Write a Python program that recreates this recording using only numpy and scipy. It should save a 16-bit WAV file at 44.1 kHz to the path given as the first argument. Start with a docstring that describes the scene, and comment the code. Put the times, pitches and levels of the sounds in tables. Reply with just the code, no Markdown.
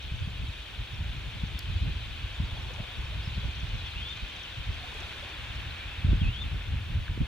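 """A hiss of thousands of sandpipers streams along a shore while wind buffets the microphone.
The hiss is their calls and wingbeats blending together. Small waves wash up the beach in bubbles
and foam, nearer birds peep, and something hard ticks close by. Later a few rising whistles,
like a plover's, stand out: each is one pure tone sliding in pitch."""
import sys
import numpy as np
from scipy import signal
from scipy.fft import rfft, irfft, next_fast_len
from scipy.io import wavfile
from scipy.ndimage import uniform_filter1d, map_coordinates

SR = 44100
rng = np.random.default_rng(int(sys.argv[2]) if len(sys.argv) > 2 else 0)


def store_pcm(level_fs):
    """Save levels as 16-bit WAV."""
    pcm = np.round(np.clip(level_fs, -1, 1) * 32767).astype(np.int16)
    wavfile.write(sys.argv[1], SR, np.atleast_2d(pcm).T)


N = 320607

# how loud the flock is: time_s, voices_db, wings_db
FLOCK_LEVELS = [(0, -46, -50), (1, -47, -48), (1.6, -45, -47.5), (3.1, -45.5, -47.3), (3.8, -43.5, -46.6),
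                (4.65, -44.5, -46.5), (5.05, -44.5, -44.5), (5.8, -46, -44.5), (7.27, -49.5, -49)]
# tone of the massed voices and of the wings: frequency_hz, level_db
VOICES_TONE = [(1100, -52), (1900, -18), (2150, -5.5), (2500, 1.5), (2750, -2.9), (3000, 2.5), (3600, 1.1),
               (3900, -4), (4400, -8), (4650, -10), (4900, -16), (5700, -16.5), (9000, -34), (12000, -54)]
WINGS_TONE = [(200, -0.5), (400, -8.5), (750, -5.5), (1100, -1.5), (1250, -2.5), (1450, 2), (1700, 1.5),
              (1950, 0), (2250, 2), (2700, 3.5), (4000, -13.5), (7000, -25.5), (10000, -37)]
# strength of the breeze: time_s, level_db
BREEZE_LEVELS = [(0, -43), (.33, -35.5), (.7, -46), (1.1, -37.5), (1.6, -39.5), (1.8, -32.5), (2.15, -38.5),
                 (2.55, -37), (2.92, -41.5), (3.25, -36), (4.15, -42), (4.45, -52.5), (4.8, -41.5),
                 (5.33, -47.5), (5.56, -37.5), (5.85, -45.5), (6.1, -37), (7.27, -35)]
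# sudden gusts: middle_s, half_length_s, level_db
GUSTS = [(.22, 0.0085, -29.5), (0.434, 0.014, -32), (0.807, 0.022, -33.5), (1.005, .03, -33.5),
         (1.555, 0.013, -33), (1.86, 0.033, -31.5), (2.42, 0.023, -29), (3.178, 0.023, -32),
         (3.382, 0.022, -30.5), (3.484, 0.0093, -29), (3.635, .015, -32.5), (3.74, 0.012, -30),
         (3.97, 0.0083, -32.5), (4.241, 0.011, -32), (4.6, 0.025, -36), (4.7, 0.028, -30),
         (5.683, 0.014, -34.5), (6.106, 0.039, -20.5), (6.263, 0.033, -24.5), (6.546, 0.023, -28),
         (6.743, 0.017, -27), (6.964, 0.045, -28.5), (7.217, 0.014, -25)]
# tone of the wind's rumble and of its flutter: frequency_hz, level_db
RUMBLE_TONE = [(12, -42), (20, -16), (49, 2), (81, 1), (122, -6.5), (177, -20.5), (330, -31), (430, -55),
               (730, -120)]
FLUTTER_TONE = [(60, -11), (110, 6), (160, -5.5), (230, -9), (330, -25.5), (500, -25.5), (900, -37),
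                (2000, -80)]
# swirls of air that thump the microphone: middle_s, pitch_hz, level_db
WIND_THUMPS = [(0.122, 73, -21), (.277, 91, -20.5), (1.026, 69.5, -26), (1.438, 97, -15.5),
               (1.885, 90, -21), (2.404, 93, -16.5), (2.805, 102, -22), (3.278, 89.5, -21.5),
               (3.382, 92, -19.5), (6.049, 104, -14.5), (6.132, 152, -13.5), (6.218, 107, -15),
               (7.177, 204, -24.5), (7.208, 98, -15.5), (7.216, 128, -17.5)]
# tone of open water and of the microphone's own hiss: frequency_hz, level_db
SEA_TONE = [(100, -1), (300, 2), (550, 0.5), (1000, -1.5), (1500, -16.5), (3000, -24.5)]
HISS_TONE = [(300, -8), (3000, 8), (8000, 1.5), (11000, -2.5), (15500, -8.5)]
# small waves: crest_s, rise_s, fall_s, gurgle_db, foam_db
SMALL_WAVES = [(.47, .05, 0.38, -68, -65), (2.72, 0.37, 0.76, -52, -65.5), (4.95, 0.16, 0.66, -53.5, -60)]
# tone of their gurgle and of their foam: frequency_hz, level_db
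GURGLE_TONE = [(200, -22), (350, 4), (600, 3.5), (1000, 3.5), (1600, -1), (3000, -31)]
FOAM_TONE = [(1000, 5), (3000, 3), (7000, 1), (10000, -1.5), (15000, -21)]
# the biggest bubbles: middle_s, pitch_hz, level_db
BIG_BUBBLES = [(2.71, 512, -48.5), (2.797, 634, -46), (3.13, 618, -50), (3.44, 566, -51),
               (4.842, 728, -48.5), (5.012, 353, -48), (5.235, 574, -48)]
# nearer sandpipers: middle_s, pitch_hz, level_db, slide_octaves_per_s
NEAR_PEEPS = [(.945, 5440, -56, -12), (1.472, 6000, -57, -27), (2.35, 7000, -59, -8),
              (2.575, 3360, -43, -10), (2.74, 6100, -54, -41), (3.559, 5950, -57, 25),
              (3.604, 5900, -56, -18), (3.688, 5750, -57, 18), (3.75, 5750, -57, 13),
              (3.867, 5700, -54, -16), (4.093, 5900, -54, 35), (4.17, 6200, -57, 34),
              (4.436, 5750, -53, -31), (5.008, 5900, -50, -42), (5.56, 5370, -55, -15),
              (5.71, 4020, -43, 0)]
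# sharp ticks: start_s, level_db
SHARP_TICKS = [(1.587, -44), (1.591, -28.5)]
# the notes ringing in a tick: pitch_hz, level_db, fade_s (time to drop 60 dB)
TICK_NOTES = [(4630, 0.5, 0.021), (5350, 7, 0.0079), (6970, 2, 0.0086), (8500, -9, 0.011),
              (11140, -2, .006), (12530, 3, 0.0073), (14350, -4, 0.0088)]
# a duller tap: start_s, pitch_hz, level_db
DULL_TAPS = [(7.0808, 1620, -26.5)]
# whistles: start_s, dip_s, climb_s, opening_hz, low_hz, crest_hz, bow (0 = straight), level_db, dip_db
WHISTLE_CALLS = [ (3.212, .006, .03, 4300, 4300, 5230, .15, -60, 0),
                 (3.863, .08, .17, 3470, 2490, 3620, .16, -44, -9),
                 (5.8, .035, .09, 2400, 2270, 2700, 0, -54, 0),
                 (6.211, .05, .156, 3270, 2510, 3610, 0, -44.7, 4)]
# how alike left and right sound: frequency_hz, likeness (0 to 1)
STEREO_LIKENESS = [(50, 1), (110, 0.78), (200, 1), (340, 0.6), (600, 0.65), (1100, 0.53), (1270, 0.45),
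                   (1500, 0.68), (2500, 0.8), (3200, .2), (3700, 0.91), (4500, 0.24), (5200, 0.31),
                   (15000, 0.24)]
# the same for flutter, whose small swirls hit each side separately: frequency_hz, likeness
FLUTTER_LIKENESS = [(80, .6), (160, 0.48), (260, 0.054)]
# the microphone's two openings hear the shore differently: frequency_hz, left_minus_right_db
LEFT_LOUDER = [(1100, 0), (1280, 4), (1600, -1.5), (1950, -1.5), (2250, -1), (2650, -1.5), (3050, 3),
               (3550, 6), (4400, 3.5), (5800, 3), (7500, -0.5), (15000, -1)]
# how far the left opening runs ahead of the right: frequency_hz, phase_radians
LEFT_AHEAD = [(90, 0.076), (230, 1.1), (380, -0.051), (520, 0.89), (1200, -0.12), (2500, 0.89),
              (2950, 1.78), (3350, 0.96), (4300, 0.3), (4650, 0.47), (5400, 1), (9000, 1.2), (15000, .3)]

TIME_S = np.arange(N) / SR


def amp(db):
    """Turn decibels into a number to multiply by."""
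    return 10 ** (np.asarray(db) / 20)


def unit_level(sound):
    """Scale a sound to an average power of 1."""
    return sound / np.sqrt(np.mean(sound ** 2) + 1e-20)


def value_at(table, hz):
    """Read between a table's rows, on a scale of octaves."""
    row_hz, values = np.transpose(table)
    return np.interp(np.log(hz + 1), np.log(row_hz + 1), values)


def over_time(table):
    """Turn each column after the time into one value per sample."""
    times, *columns = np.transpose(table)
    return [np.interp(TIME_S, times, column) for column in columns]


def wobble(per_s):
    """A smooth curve through per_s random values a second."""
    return map_coordinates(rng.standard_normal(int(N * per_s / SR) + 4), [TIME_S * per_s])


def filtered(sound, gain_at):
    """Multiply each frequency in a sound by gain_at(hz)."""
    size = next_fast_len(N + 8192)
    return irfft(rfft(sound, size) * gain_at(np.fft.rfftfreq(size, 1 / SR)), size)[..., :N]


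def noise():
    """Two unrelated white noises."""
    return rng.standard_normal((2, N))


def spread(pair, tone, likeness=STEREO_LIKENESS):
    """Give two unrelated sounds a tone and blend them into wide stereo, at a power of 1."""
    def gain_at(hz):
        angle = np.arccos(np.clip(value_at(likeness, hz), 0, 1)) / 2
        return amp(value_at(tone, hz)) * [np.cos(angle), np.sin(angle)]
    middle, side = filtered(pair, gain_at)
    return unit_level(np.array([middle + side, middle - side]))


def sine(hz):
    """A pure tone that follows a changing pitch."""
    return np.sin(2 * np.pi * np.cumsum(hz, axis=-1) / SR)


def swarm(count, low_hz, high_hz, length_s, glide, arch, scatter_db):
    """Two unrelated crowds of short sliding notes with random times, pitches and levels."""
    when, pitch, length, bend, size, side = rng.random((count, 6)).T[:, :, None]
    t = np.arange(2048) / SR
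    progress = np.minimum(t / np.minimum(length_s * (.5 + length), t[-1]), 1)
    slide = 1 + glide * bend * (progress - .5) - arch * (2 * progress - 1) ** 2
    hz = (low_hz + (high_hz - low_hz) * pitch) * slide
    notes = amp(-scatter_db * np.log(1 - .99 * size)) * progress * (1 - progress) * sine(hz)
    slots = ((when * N).astype(int) + np.arange(len(t))) % N + N * (side > .5)
    return unit_level(np.bincount(slots.ravel(), notes.ravel(), 2 * N).reshape(2, N))


def chirp(middle_s, hz, db, octaves_per_s, width_s):
    """A short note that swells and fades as it slides through the pitch hz."""
    t = np.arange(-1024, 1024) / SR
    pitch = hz * 2 ** np.clip(octaves_per_s * t, -1, 1)
    start = max(round(middle_s * SR) - len(t) // 2, 0)
    out = np.zeros(N)
    out[start:][:len(t)] = np.exp(-(t / width_s) ** 2) * sine(pitch)
    return amp(db) * np.sqrt(2) * out


def flock():
    """Far calls melt into a hiss, nearer ones twitter, and wings rustle underneath."""
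    voices_db, wings_db = over_time(FLOCK_LEVELS)
    twitter = swarm(3600, low_hz=2402, high_hz=4696, length_s=.0203,
                    glide=-.1, arch=.046, scatter_db=-1.7)
    thin = swarm(1100, low_hz=5360, high_hz=8570, length_s=.012, glide=-.342, arch=.062, scatter_db=3)
    voices = spread(noise() + amp(-12) * twitter + amp(-11.5) * thin, VOICES_TONE)
    wings = spread(noise() * amp(.69 * np.array([wobble(35), wobble(38)])), WINGS_TONE)
    return amp(voices_db) * voices + amp(wings_db) * wings


def wind():
    """Churning air rumbles and thumps on the microphone; harder gusts bring out a higher flutter."""
    breeze_db, = over_time(BREEZE_LEVELS)
    power = amp(breeze_db + 3 * wobble(per_s=30)) ** 2
    for middle_s, half_s, db in GUSTS:
        power += (amp(db) * np.exp(-((TIME_S - middle_s) / half_s) ** 2 / 2)) ** 2
    strength = np.sqrt(power)
    rumble = spread(noise(), RUMBLE_TONE)
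    # even out the noise's own swells, so the wind sets how loud it is
    rumble /= np.sqrt(abs(uniform_filter1d(np.mean(rumble ** 2, 0), size=3000)) + 1e-6)
    flutter_gain = amp(-38) * (strength / amp(-28.5)) ** 1.38  # grows faster than the rumble
    flutter = spread(noise(), FLUTTER_TONE, FLUTTER_LIKENESS) * amp(1.9 * wobble(45))
    out = strength * amp(1.8 * wobble(40)) * rumble + flutter_gain * flutter
    t = np.arange(-1024, 1024) / SR
    for middle_s, hz, db in WIND_THUMPS:
        phase = 2 * np.pi * hz * t
        thump = phase * np.exp(-phase ** 2 / 2)  # a passing swirl sucks, then pushes
        out[:, round(middle_s * SR) - len(t) // 2:][:, :len(t)] += amp(db) * thump
    return out


def open_water():
    """The sea's steady, low wash."""
    return amp(-56) * spread(noise(), SEA_TONE)


def microphone_hiss():
    """The microphone's own faint, steady noise."""
    return amp(-64) * spread(noise(), HISS_TONE)


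def small_waves():
    """Small waves tip over in a gurgle of bubbles and drain away in foam."""
    gurgle_gain = foam_gain = 0
    for crest_s, rise_s, fall_s, gurgle_db, foam_db in SMALL_WAVES:
        t = TIME_S - crest_s
        swell = np.where(t < 0, np.exp(-(t / rise_s) ** 2), np.exp(-abs(t) / fall_s))
        gurgle_gain += amp(gurgle_db) * swell
        foam_gain += amp(foam_db) * swell
    bubbles = swarm(1200, low_hz=286, high_hz=1125, length_s=.016, glide=.22, arch=0, scatter_db=.5)
    spray = noise() * amp(2.2 * wobble(200))
    plops = sum(chirp(s, hz, db, octaves_per_s=12, width_s=.009) for s, hz, db in BIG_BUBBLES)
    gurgle = spread(bubbles + amp(14.5) * noise(), GURGLE_TONE)
    return gurgle_gain * gurgle + foam_gain * spread(spray, FOAM_TONE) + plops


def peeps():
    """Nearer sandpipers give tiny notes, most flicking up or down in pitch."""
    notes = sum(chirp(s, hz, db, slide, width_s=.005) for s, hz, db, slide in NEAR_PEEPS)
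    return notes * amp(2 * wobble(500) - 1)


def ticks():
    """Hard things touch close by: a dry crack with a very short ring, and later a duller tap."""
    out = np.zeros(N)
    t = np.arange(2048) / SR
    onset = 1 - np.exp(-t / .00049)
    for start_s, db in SHARP_TICKS:
        ring = sum(amp(note_db - 60 * t / fade_s) * np.sin(2 * np.pi * (hz * t + rng.random()))
                   for hz, note_db, fade_s in TICK_NOTES)
        crack = 1.2 * amp(-60 * t / .0058) * rng.standard_normal(len(t))
        tick = onset * (ring + crack)
        out[round(start_s * SR):][:len(t)] += amp(db) * tick / abs(tick).max()
    for start_s, hz, db in DULL_TAPS:
        tap = amp(db - 60 * t / .011) * onset * np.sin(2 * np.pi * hz * t)
        out[round(start_s * SR):][:len(t)] += tap
    return out * amp([[1.7], [-1.7]])  # a little to the left


def whistles():
    """A bird's pure, slightly shaky tone: it usually dips first, then climbs and sags past the top."""
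    flick_s, sag_hz, sag_s = .023, 150, .017
    fade_in_s, fade_out_s, accent_db = .006, .029, 2.5
    lead_in = SR // 50
    t = np.arange(-lead_in, SR // 2) / SR
    out = np.zeros(N)
    for start_s, dip_s, climb_s, opening_hz, low_hz, crest_hz, bow, db, dip_db in WHISTLE_CALLS:
        flick = np.exp(-(np.maximum(t, 0) / flick_s) ** 2)
        progress = np.clip((t - dip_s) / climb_s, 0, 1)
        rise = progress + bow * np.sin(np.pi * progress)
        past_crest_s = np.maximum(t - dip_s - climb_s, 0)
        sag = np.minimum(past_crest_s / sag_s, 2) ** 3
        hz = low_hz + (opening_hz - low_hz) * flick + (crest_hz - low_hz) * rise - sag_hz * sag
        fade = np.exp(-(np.minimum(t, 0) / fade_in_s) ** 2 - (past_crest_s / fade_out_s) ** 4)
        in_dip = (1 - flick) * (1 - rise) ** 4
        at_ends = flick + progress ** 8
        gain = amp(db + accent_db * at_ends + dip_db * in_dip)
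        out[round(start_s * SR) - lead_in:][:len(t)] += gain * fade * np.sqrt(2) * sine(hz)
    return out * amp(1.6 * wobble(90))


def beach_echo(sound, echo_db=-10, fade_s=.25):
    """Sound scatters off the beach and gains a short, faint tail, different in each ear."""
    t = np.arange(SR // 4) / SR
    tail = rng.standard_normal((2, len(t))) * amp(-60 * t / fade_s)
    tail /= np.linalg.norm(tail[0])
    return sound + amp(echo_db) * signal.fftconvolve(sound[None], tail, axes=1)[:, :N]


def scene():
    """Birds and water ahead, wind and ticks up close; left and right differ in level and timing."""
    sides = [.5, -.5]  # left and right each take half, in opposite directions
    shore = flock() + beach_echo(whistles()) + peeps() + small_waves() + open_water()
    shore = filtered(shore, lambda hz: amp(np.outer(sides, value_at(LEFT_LOUDER, hz))))
    air = filtered(shore + wind(), lambda hz: np.exp(1j * np.outer(sides, value_at(LEFT_AHEAD, hz))))
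    return air + ticks() + microphone_hiss()


def record(dry):
    """Cut away the very highest treble."""
    return filtered(dry, lambda hz: hz < 15780)


dry = scene()
out = record(dry)
store_pcm(out)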